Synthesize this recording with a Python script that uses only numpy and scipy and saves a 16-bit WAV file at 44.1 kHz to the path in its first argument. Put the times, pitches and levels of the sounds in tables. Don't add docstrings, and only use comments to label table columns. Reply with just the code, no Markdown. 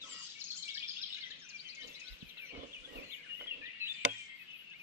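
import sys
import numpy as np
from scipy import signal
from scipy.fft import rfft, irfft
from scipy.io import wavfile

SR = 44100
rng = np.random.default_rng(int(sys.argv[2]) if len(sys.argv) > 2 else 0)


def inscribe(sig):
    pcm = np.round(np.clip(np.atleast_2d(sig).T, -1, 1) * 32767)
    wavfile.write(sys.argv[1], SR, pcm.astype(np.int16))


N = 212606
TIME_S = np.arange(N) / SR
RIGHT_LEAD_SAMPLES = 5
EDGE_HZ = 13900
CHIRP_LENGTH_S, RASP_HZ = 0.032, 12830

SHAPES = {"held": (1.008, 1), "sag": (1.035, .94), "scoop": (1.085, 1.0), "dip": (1.035, 1.045),
          "fall": (1.15, .88), "rise": (.89, 1.1), "dive": (1.23, .81), "flick": (0.75, 1.2)}
# start_s, length_s, pitch_hz, level_db, left_minus_right_db, shape
SLURS = [(.003, 0.052, 3570, -51, 6.5, "fall"), (0.281, .04, 3940, -59, 7, "held"),
         (0.069, 0.28, 4874, -60.5, 12, "held"), (.225, .026, 6980, -66, -7, "dive"),
         (.088, 0.056, 7320, -56, 3, "scoop"), (0.162, 0.1, 6800, -64.5, -15, "fall"),
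         (0.553, 0.032, 6800, -57.5, 15, "rise"), (0.561, .14, 8310, -77, -2, "held"),
         (0.888, .12, 6430, -72, 15, "sag"), (1.084, 0.053, 7710, -77.5, 2, "held"),
         (1.204, 0.017, 4350, -52, -9, "rise"), (1.24, 0.056, 5860, -68.5, 10.5, "rise"),
         (1.415, .047, 5622, -62, 10, "rise"), (2.017, .12, 4540, -70, 20.5, "flick"),
         (2.02, .08, 5460, -68, -9, "rise"), (2.443, .06, 5820, -69, 8, "sag"),
         (2.438, .09, 4210, -70, 10, "dip"), (3.026, .11, 4140, -66, 11, "scoop"),
         (3.931, .025, 4680, -67, -15, "fall"), (3.99, 0.077, 7680, -74, 9, "rise"),
         (4.097, 0.13, 7560, -72.5, 0, "rise")]
# start_s, length_s, pitch_hz, level_db, shape
CAROL = [(.06, 0.2, 2853, -58, "scoop"), (0.106, 0.1146, 1918, -63.5, "held"),
         (0.35, 0.052, 2245, -56.5, "dip"), (.565, .063, 3140, -54.5, "held"),
         (0.634, 0.15, 2245, -53.5, "scoop"), (.8, .065, 2446, -50, "sag"), (1.14, .08, 1673, -68, "rise"),
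         (1.165, 0.029, 2230, -56.5, "rise"), (1.201, 0.095, 2045, -55.5, "scoop"),
         (1.301, 0.026, 1797, -56, "rise"), (1.413, 0.056, 1560, -65.5, "fall"),
         (1.524, 0.054, 2370, -50.5, "scoop"), (1.642, 0.05, 3080, -52, "held"),
         (1.691, 0.064, 2513, -58.5, "fall"), (1.762, 0.073, 2155, -51.5, "held"),
         (1.79, .05, 1880, -63.5, "sag"), (1.789, .07, 3065, -53.5, "held"),
         (1.877, 0.044, 2680, -56, "held"), (1.955, .03, 2130, -58.5, "dip"),
         (1.998, 0.055, 2546, -54, "scoop"), (2.03, .13, 1483, -70, "dip"),
         (2.359, 0.055, 2650, -54, "sag"), (2.409, 0.061, 2330, -52.5, "sag"),
         (2.533, 0.034, 2217, -54, "sag"), (2.597, .06, 3470, -61, "held"),
         (2.755, 0.038, 2456, -52, "scoop"), (2.839, 0.032, 3370, -50.5, "scoop"),
         (2.947, 0.059, 2592, -52, "fall"), (3.012, .045, 2670, -54, "rise"),
         (3.109, 0.062, 2230, -54.5, "held"), (3.283, 0.078, 2850, -46.5, "held"),
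         (3.341, 0.035, 2990, -53.5, "sag"), (3.393, 0.071, 2975, -49, "scoop"),
         (3.467, .038, 3240, -44.5, "sag"), (3.502, 0.044, 2724, -41.5, "scoop"),
         (3.61, 0.041, 2430, -51, "scoop"), (3.611, .1, 1902, -52, "rise"), (3.797, 0.11, 3950, -49, "sag"),
         (3.739, 0.1, 1935, -62, "held"), (3.799, 0.069, 2595, -42.5, "dip"),
         (3.889, 0.043, 3540, -40, "held"), (3.964, 0.075, 2373, -54, "dip"),
         (4.085, 0.045, 3230, -45, "dip"), (4.145, 0.074, 3145, -50, "held"),
         (4.172, 0.067, 2370, -53.5, "scoop"), (4.275, 0.1, 2098, -56, "dip"),
         (4.391, 0.05, 2545, -56, "dip"), (4.476, .055, 2964, -54, "held"),
         (4.525, 0.055, 2570, -55.5, "sag"), (4.583, .05, 2910, -56, "held"),
         (4.667, 0.071, 2650, -56, "scoop"), (4.731, 0.043, 2250, -57.5, "rise"),
         (4.793, 0.033, 2430, -54, "scoop")]
# start_s, pitch_hz, level_db, left_minus_right_db, shape
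CHIRPS = [(0.111, 3210, -57.5, 13, "rise"), (0.751, 1750, -63, 12.5, "rise"),
          (2.489, 2583, -60.5, 15, "fall"), (2.727, 3020, -51.5, 1, "dive"),
          (3.095, 3300, -59, 16, "flick"), (3.12, 3297, -52.5, 13, "dive"),
          (3.241, 1620, -63.5, -2, "fall"), (3.29, 1820, -64, -1.5, "scoop"),
          (3.652, 3380, -56.5, 10.5, "dive"), (3.863, 3130, -47, 6, "flick")]
# first_s, repeats, period_s, length_s, start_hz, middle_hz, end_hz,
# level_db, change_db_per_repeat
LOUD_SONG = [(0.51, 2, .143, 0.016, 8650, 5440, 4100, -57, -2.5),
             (0.4, 2, 0.12, .028, 7600, 4900, 3400, -49.5, -11.5),
             (.5, 2, 0.12, 0.022, 4400, 4100, 3100, -46, -2),
             (.675, 4, 0.14, 0.046, 2430, 3450, 3700, -49, 0),
             (.74, 3, .1365, .017, 5820, 5000, 3750, -46, -1.5),
             (.762, 3, 0.13, 0.023, 5700, 3900, 3060, -47, 1.5),
             (0.44, 3, .135, 0.01, 5950, 6600, 4200, -49, -9),
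             (.79, 3, .1365, .018, 5200, 4500, 3600, -55, 0),
             (.47, 2, .06, 0.03, 2900, 5000, 4030, -55.5, -2.5),
             (1.14, 3, 0.081, 0.027, 4760, 3480, 2850, -51, -0.5)]
ANSWER_SONG = [(1.143, 2, .16, .012, 7450, 6206, 4860, -72, 1.5),
               (1.163, 2, .227, 0.032, 6850, 6140, 5070, -73.5, -0.5),
               (1.487, 1, 0, 0.025, 7390, 5008, 4000, -61, 6),
               (1.545, 4, .128, 0.06, 6540, 4780, 3720, -67, -1),
               (1.592, 2, 0.096, 0.019, 3725, 4510, 4740, -56, 0.5),
               (1.748, 3, .1245, 0.012, 7170, 5145, 3350, -62, 0.5),
               (1.815, 3, .126, 0.023, 3270, 3875, 4020, -59.5, 1),
               (2.122, 4, .0835, .025, 4307, 3385, 2560, -64.5, 1.5)]
EVEN_TRILL = [(.39, 6, .058, 0.032, 6250, 4656, 3860, -58, 0.021)]
# time_s, level_db
CHORUS_LEVEL = [(0.0, -54.5), (0.59, -64), (0.87, -64.5), (1.19, -53.5), (1.53, -60.5), (1.87, -55),
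                (2.07, -57.5), (3.36, -55.5), (3.46, -55), (4.07, -48.5), (4.28, -55), (4.82, -58.5)]
# freq_hz, gain_db
CHORUS_COLOUR = [(1000, -41.5), (1500, -22.5), (1900, -8.5), (2300, -0.5), (2900, 2), (3500, -3.5),
                 (4500, -13), (7000, -47), (9000, -55)]
# start_s, length_s, centre_hz, width_hz, level_db
BUZZES = [(0, 0.13, 5800, 1290, -59), (0.063, 0.33, 5030, 1200, -56), (0.021, 0.5, 3500, 600, -59),
          (0.207, 0.083, 7500, 620, -64), (0.274, 0.27, 5300, 1320, -63), (0.535, 0.12, 6940, 558, -57.5),
          (2.617, 0.18, 6140, 1110, -73.5), (2.973, .26, 6770, 446, -75.5), (3.233, 0.12, 1710, 250, -70),
          (3.839, 0.21, 7220, 837, -70), (4.071, .24, 6100, 1390, -65.5)]
# middle_s, level_db
RASPS = [(1.9, -72), (2.13, -72), (2.29, -70), (2.43, -68.5), (2.97, -67.5), (3.14, -68), (3.39, -71),
         (4.412, -72.5), (4.59, -70.5), (4.82, -74)]
# freq_hz, level_db_per_hz
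AIR_COLOUR = [(20, -22.5), (50, -3), (100, -11.5), (165, 6.5), (250, -1), (500, -8), (900, -11.5),
              (1500, -5.5), (3000, -9), (5000, -12), (7000, -20.5), (9000, -27), (12000, -44.5),
              (14000, -42.5)]
# freq_hz, likeness_0_to_1
LIKENESS = [(30, 0), (150, 0), (1000, 0.12), (2500, 0), (4000, 0), (8000, 0)]
# freq_hz, level_db, t60_s
BODY_MODES = [(111.3, -23, 0.39), (164, -20, 0.14), (235, -35, .13), (273, -11.5, 0.14), (423, -17, 0.14),
              (480, -2, 0.09), (569.4, 1, 0.084), (696.4, -2, 0.089), (826, -8, 0.099), (1031, 5.5, 0.052)]
# freq_hz, level_db, t60_s
STEEL_MODES = [(1477, -7.5, 0.097), (2060, 0, 0.027), (2147, 10, 0.016), (3180, 1, 0.014),
               (3530, -3.5, 0.017), (4720, -14, 0.021), (5820, -14, 0.016), (6880, -16, 0.022),
               (7620, -31, 0.013), (8690, -18, 0.0147), (10400, -34, 0.0047)]
# freq_hz, left_minus_right_db
GUN_BALANCE = [(60, 17.5), (110, -3.5), (200, -8.5), (370, -10.5), (680, -7), (1240, 4), (2270, -2),
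               (4170, 23), (7000, 23), (8600, 0), (12000, 2.5)]
# full_pressure_s, swell_s, hold_s, level_db
STROKES = [(0.054, 0.15, 0.1, -66.5), (1.296, .06, 0.083, -70), (1.846, 0.053, .025, -56.5),
           (2.225, 0.018, 0.0063, -73), (2.545, 0.048, 0.094, -50.5), (2.955, 0.14, 0.068, -50.5),
           (3.408, 0.028, .02, -57.5), (3.577, .12, 0.037, -59.5)]
SWELL_DB, STROKE_FALL_DB_PER_S = 18.5, 181
LIFT_CREEP = (1.8, 0.45, 1.85, -71.5)
# freq_hz, level_db_per_hz
RUB_COLOUR = [(30, -8.5), (110, -13), (180, -17.5), (280, 5.5), (370, -11), (490, 5), (600, 0),
              (800, -28.5), (1100, -6), (1600, -17), (3000, -13), (8000, -46)]
# time_s, level_db
SLEEVE_LEVEL = [(1.5, -81.5), (1.9, -70), (2.25, -76.5), (2.55, -85), (2.85, -68), (3.15, -77),
                (3.45, -72.5), (3.65, -101)]
# start_s, level_db, lowpass_hz
KNOCKS = [(2.226, -49, 200), (2.372, -50.5, 2000), (2.55, -43, 594), (2.576, -42, 513), (3.411, -38, 1450),
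          (3.462, -46.5, 1500)]
# start_s, level_db, pitch_hz
BUMPS = [(2.091, -44.5, 43.7), (2.223, -40, 212), (2.237, -53, 150), (2.239, -57, 54.4), (2.569, -46, 68),
         (2.77, -57.5, 38.8), (2.938, -48.5, 37.2)]
# start_s, level_db
CLICK = [(4.0499, 0), (4.0506, -17.5), (4.0516, -14)]
# freq_hz, level_db_per_hz
CRACK_COLOUR = [(500, -19.5), (1000, -3.5), (1300, -14), (1500, 0.5), (1750, -6.5), (2150, -4.5),
                (2700, -4), (3400, -10), (4500, -19.5), (7000, -18), (9000, -26), (11000, -31.5),
                (14000, -44)]


def gain_of(db):
    return 10 ** (np.asarray(db) / 20)


def evened(x):
    return x / np.sqrt(np.mean(x ** 2) + 1e-20)


def read(points, hz):
    f, value = np.transpose(points)
    return np.interp(np.log(hz + 1), np.log(f + 1), value)


def add(mix, start_s, sound):
    part = mix[:, max(round(start_s * SR), 0):][:, :sound.shape[1]]
    part += sound[:, :part.shape[1]]


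def panned(balance_db):
    left_db = np.atleast_1d(balance_db)
    return gain_of(np.array([left_db, -left_db]) / 2)


def coloured(x, gain):
    size = x.shape[-1]
    return irfft(rfft(x) * gain(np.fft.rfftfreq(size, 1 / SR)), size)


def bell(centre_hz, width_hz):
    return lambda f: np.exp(-.5 * ((f - centre_hz) / width_hz) ** 2)


def wander(size, rate_hz):
    noise = rng.standard_normal(size + 8192)
    return evened(coloured(noise, lambda f: np.exp(-(f / rate_hz) ** 2)))[:size]


def without_bass(x, edge_hz):
    return signal.sosfilt(signal.butter(2, edge_hz, "highpass", fs=SR, output="sos"), x)


def from_field(pair):
    a, b = rfft(pair)
    hz = np.fft.rfftfreq(pair.shape[1], 1 / SR)
    same = np.clip(read(LIKENESS, hz), 0, 1)
    right = same * a + np.sqrt(1 - same ** 2) * b
    right = right * np.exp(2j * np.pi * hz * RIGHT_LEAD_SAMPLES / SR)
    return irfft(np.array([a, right]), pair.shape[1])


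def field_noise(size):
    return from_field(rng.standard_normal((2, size)))


def far_noise(gain):
    return evened(coloured(field_noise(N), gain))


def woods(x, t60_s, onset_s, balance_db, trunks_per_s=1500):
    t = np.arange(SR) / SR
    hits = rng.random(SR) < trunks_per_s / SR
    taps = np.sign(rng.standard_normal((2, SR))) * hits
    tail = from_field(taps * (1 - np.exp(-t / onset_s)) * gain_of(-60 * t / t60_s))
    tail /= np.linalg.norm(tail, axis=1, keepdims=True)
    mono = x.mean(0)[None]
    return signal.fftconvolve(mono, tail, axes=1)[:, :N] * panned(balance_db)


def carried(x, direct_db, near_db, tail_db, t60_s, balance_db, near_t60_s=0.092, near_trunks_per_s=260):
    near = woods(x, near_t60_s, onset_s=.002, balance_db=balance_db, trunks_per_s=near_trunks_per_s)
    tail = woods(x, t60_s, onset_s=0.0052, balance_db=balance_db)
    return gain_of(direct_db) * x + gain_of(near_db) * near + gain_of(tail_db) * tail


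def sing(notes, waver, flutter_db, edge):
    out = np.zeros((2, N))
    for start_s, length_s, start_hz, middle_hz, end_hz, level_db, balance_db in notes:
        size = int(max(length_s, .005) * SR * 1.1)
        u = np.linspace(-.05, 1.05, size)
        hz = np.polyval(np.polyfit([0, .5, 1], [start_hz, middle_hz, end_hz], 2), u)
        turns = np.cumsum(hz * (1 + waver * wander(size, 210))) / SR
        taper = signal.windows.tukey(size, np.clip(edge, .1, 1))
        shape = evened(taper * gain_of(flutter_db * wander(size, 160)))
        right_turns = turns + hz * RIGHT_LEAD_SAMPLES / SR
        tone = np.sqrt(2) * np.sin(2 * np.pi * np.array([turns, right_turns]))
        add(out, start_s - length_s / 20, gain_of(level_db) * shape * tone * panned(balance_db))
    return out


def note(start_s, length_s, hz, level_db, balance_db, shape):
    start_ratio, end_ratio = SHAPES[shape]
    return start_s, length_s, hz * start_ratio, hz, hz * end_ratio, level_db, balance_db


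def runs(song, balance_db):
    notes = []
    for first_s, repeats, period_s, length_s, start_hz, middle_hz, end_hz, level_db, change_db in song:
        for k in range(round(repeats)):
            notes.append((first_s + k * period_s, length_s, start_hz, middle_hz, end_hz,
                          level_db + k * change_db, balance_db))
    return notes


def scattered(low_hz, high_hz, level_db, spread_db, length_s, balance_db, count):
    notes, names = [], list(SHAPES)
    for k, (when, long, pitch, size, shape) in enumerate(rng.random((count, 5))):
        notes.append(note((k + when) / count * N / SR, length_s * (.5 + long),
                          low_hz * (high_hz / low_hz) ** pitch, level_db + spread_db * (size - .5),
                          balance_db, names[int(shape * len(names))]))
    return notes


def still_air():
    noise = far_noise(lambda f: gain_of(read(AIR_COLOUR, f)))
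    return gain_of(-66) * noise * gain_of(.5 * wander(N, 5.4))


def chorus():
    count = 150
    when, length, pitch, bend, slope, size = rng.random((count, 6)).T
    start_s = (np.arange(count) + when) / count * N / SR
    hz, fall = 1800 + 1800 * pitch, .3 * (slope - .35)
    middle_hz = hz * (1 + 0.0972 * (bend - .5))
    notes = np.transpose([start_s, .03 + .07 * length, hz * (1 + fall), middle_hz, hz * (1 - fall),
                          8 * size, np.zeros(count)])
    colour = lambda f: gain_of(read(CHORUS_COLOUR, f))
    voices = sing(notes, waver=.008, flutter_db=3, edge=.6)
    glides = evened(coloured(woods(voices, t60_s=0.36, onset_s=0.0026, balance_db=6.0), colour))
    wash = gain_of(-3) * far_noise(colour) * panned(5)
    level_db = np.interp(TIME_S, *np.transpose(CHORUS_LEVEL))
    return gain_of(level_db - 1.5) * (glides + wash)


def buzzes():
    out = np.zeros((2, N))
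    for start_s, length_s, centre_hz, width_hz, level_db in BUZZES:
        size = int(length_s * SR)
        band = coloured(field_noise(size), bell(centre_hz, width_hz))
        shape = signal.windows.tukey(size, .6) * gain_of(2 * wander(size, 70))
        add(out, start_s, gain_of(level_db) * panned(6.4) * evened(band * shape))
    return out


def far_birds():
    low = scattered(1413, 2107, level_db=-72, spread_db=5, length_s=0.043, balance_db=4.5, count=40)
    middle = scattered(2217, 3490, level_db=-63, spread_db=-1, length_s=.05, balance_db=7.5, count=36)
    high = scattered(4070, 6060, level_db=-76, spread_db=13, length_s=0.02, balance_db=4.5, count=90)
    voices = sing(low + middle + high, waver=0.0088, flutter_db=3.5, edge=0.29)
    return carried(voices, direct_db=1.5, near_db=-7.5, tail_db=-15, t60_s=0.39, balance_db=9)


def open_field_birds():
    slurs = sing([note(*row) for row in SLURS], waver=0.0095, flutter_db=-3, edge=0.45)
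    notes = runs(ANSWER_SONG, balance_db=19) + runs(EVEN_TRILL, balance_db=16)
    songs = sing(notes, waver=0.0096, flutter_db=0.0, edge=0.32)
    return carried(songs + slurs, direct_db=0.5, near_db=1.5, tail_db=-1.0, t60_s=1.0, balance_db=3.5)


def turkey():
    start_s, pulses_per_s, pitch_hz, count = 0.018, 24, 1200, 5
    late, sharp = rng.standard_normal((count, 2)).T
    when_s = start_s + (np.arange(count) + 0.1474 * late) / pulses_per_s
    hz = pitch_hz * (1 + 0.056 * sharp)
    notes = [(s, .036, f * 1.08, f, f * .85, -63, 6) for s, f in zip(when_s, hz)]
    gobble = sing(notes, waver=0.053, flutter_db=6.5, edge=0.28)
    return woods(gobble, t60_s=.15, onset_s=.004, balance_db=7)


def ring(modes, lag_s):
    t = np.arange(SR // 2) / SR
    since = np.maximum(np.array([t - lag_s, t]), 0)
    out = np.zeros_like(since)
    for hz, level_db, t60_s in modes:
        decay = gain_of(level_db - 60 * since / t60_s)
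        out += decay * np.sin(2 * np.pi * hz * since) * panned(read(GUN_BALANCE, hz))
    return out


def pressure():
    power = np.zeros(N)
    for full_s, swell_s, hold_s, level_db in [*STROKES, LIFT_CREEP]:
        rise_db = SWELL_DB * np.maximum(full_s - TIME_S, 0) / swell_s
        fall_db = STROKE_FALL_DB_PER_S * np.maximum(TIME_S - full_s - hold_s, 0)
        power += gain_of(level_db - rise_db - fall_db) ** 2
    return np.sqrt(power)


def rubbing():
    grain = rng.standard_normal(N) * gain_of(2.5 * wander(N, 150))
    late_grain = np.interp(TIME_S - 0.00036, TIME_S, grain)
    pair = np.array([late_grain, grain]) + 1.8 * rng.standard_normal((2, N))
    colour = lambda f: gain_of(read(RUB_COLOUR, f)) * panned(read(GUN_BALANCE, f))
    scrape = evened(coloured(pair, colour))
    body = ring(BODY_MODES, lag_s=0.00041)
    hollow = evened(signal.fftconvolve(grain[None], body, axes=1)[:, :N])
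    rub = (gain_of(-1) * scrape + gain_of(-5.5) * hollow) * pressure()
    cloth = far_noise(bell(6000, 2800)) * gain_of(1.2 * wander(N, 60.5))
    sleeve_db = np.interp(TIME_S, *np.transpose(SLEEVE_LEVEL), left=-120, right=-120)
    return rub + cloth * gain_of(sleeve_db)


def carol():
    notes = [note(start_s, length_s, hz, level_db, balance_db=7.5, shape=shape)
             for start_s, length_s, hz, level_db, shape in CAROL]
    whistles = sing(notes, waver=.005, flutter_db=1.8, edge=.5)
    return carried(whistles, direct_db=0, near_db=-10, tail_db=-4, t60_s=0.75, balance_db=5.5)


def chirps():
    notes = [note(start_s, CHIRP_LENGTH_S, *rest) for start_s, *rest in CHIRPS]
    voices = sing(notes, waver=0.013, flutter_db=-0.5, edge=0.5)
    return carried(voices, direct_db=2.5, near_db=1.5, tail_db=-11.0, t60_s=0.83, balance_db=9.5)


def loud_bird():
    song = sing(runs(LOUD_SONG, balance_db=12), waver=0.022, flutter_db=4.5, edge=0.54)
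    return carried(song, direct_db=0, near_db=3.5, tail_db=1.5, t60_s=0.97, balance_db=6.5,
                   near_t60_s=0.13, near_trunks_per_s=170)


def rasps():
    out, t = np.zeros((2, N)), np.arange(-6000, 6000) / SR
    # centre_hz, width_hz, length_s, level_db
    parts = [(RASP_HZ, 240, 0.04, -2), (RASP_HZ - 950, 850, 0.023, -1)]
    for middle_s, level_db in RASPS:
        for centre_hz, width_hz, length_s, part_db in parts:
            band = evened(coloured(field_noise(len(t)), bell(centre_hz, width_hz)))
            swell = np.exp(-.5 * (t / length_s) ** 2)
            add(out, middle_s + t[0], gain_of(level_db + part_db) * band * swell)
    return out * panned(4.3)


def handling():
    out = np.zeros((2, N))
    blow = ring(BODY_MODES, lag_s=0.00033) + gain_of(13) * ring(STEEL_MODES, lag_s=.0001)
    for start_s, level_db, lowpass_hz in KNOCKS:
        dulled = signal.lfilter(*signal.butter(2, lowpass_hz, fs=SR), blow)
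        knock = without_bass(dulled, edge_hz=lowpass_hz / 4)
        add(out, start_s, gain_of(level_db + 2.5) * knock / abs(knock).max())
    for start_s, level_db, hz in BUMPS:
        t = np.arange(int(3 / hz * SR)) / SR
        rock = np.sin(2 * np.pi * hz * t + [[0], [np.pi / 2]])
        add(out, start_s, gain_of(level_db) * rock * np.hanning(len(t)) * panned(-1.2))
    return out


def click():
    body_rise_s, steel_rise_s, crack_decay_s, rattle_decay_s = 0.0016, 0.00031, 0.0026, 0.053
    out, t = np.zeros((2, N)), np.arange(SR // 2) / SR
    steel = ring(STEEL_MODES, lag_s=.0001) * (1 - np.exp(-t / steel_rise_s))
    steel = without_bass(steel, edge_hz=2330)
    for start_s, level_db in CLICK:
        grit = evened(coloured(field_noise(len(t)), lambda f: gain_of(read(CRACK_COLOUR, f))))
        rattle_decay = gain_of(-31.5) * np.exp(-t / rattle_decay_s)
        crack = grit * (np.exp(-t / crack_decay_s) + rattle_decay)
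        snap = gain_of(-17.0) * steel + gain_of(-15.5) * crack * panned(1.5)
        add(out, start_s, gain_of(level_db) * snap)
    body = ring(BODY_MODES, lag_s=0.00038) * (1 - np.exp(-t / body_rise_s))
    add(out, CLICK[0][0], gain_of(-26.5) * without_bass(body, edge_hz=28))
    return out


def scene():
    field = still_air() + chorus() + buzzes() + far_birds() + turkey()
    singers = open_field_birds() + carol() + chirps() + loud_bird() + rasps()
    gun = rubbing() + handling() + click()
    return field + singers + gun


def record(dry):
    lowpass = signal.firwin(255, EDGE_HZ, window=("kaiser", 8), fs=SR)
    return signal.oaconvolve(dry, lowpass[None], "same")


dry = scene()
out = record(dry)
inscribe(out)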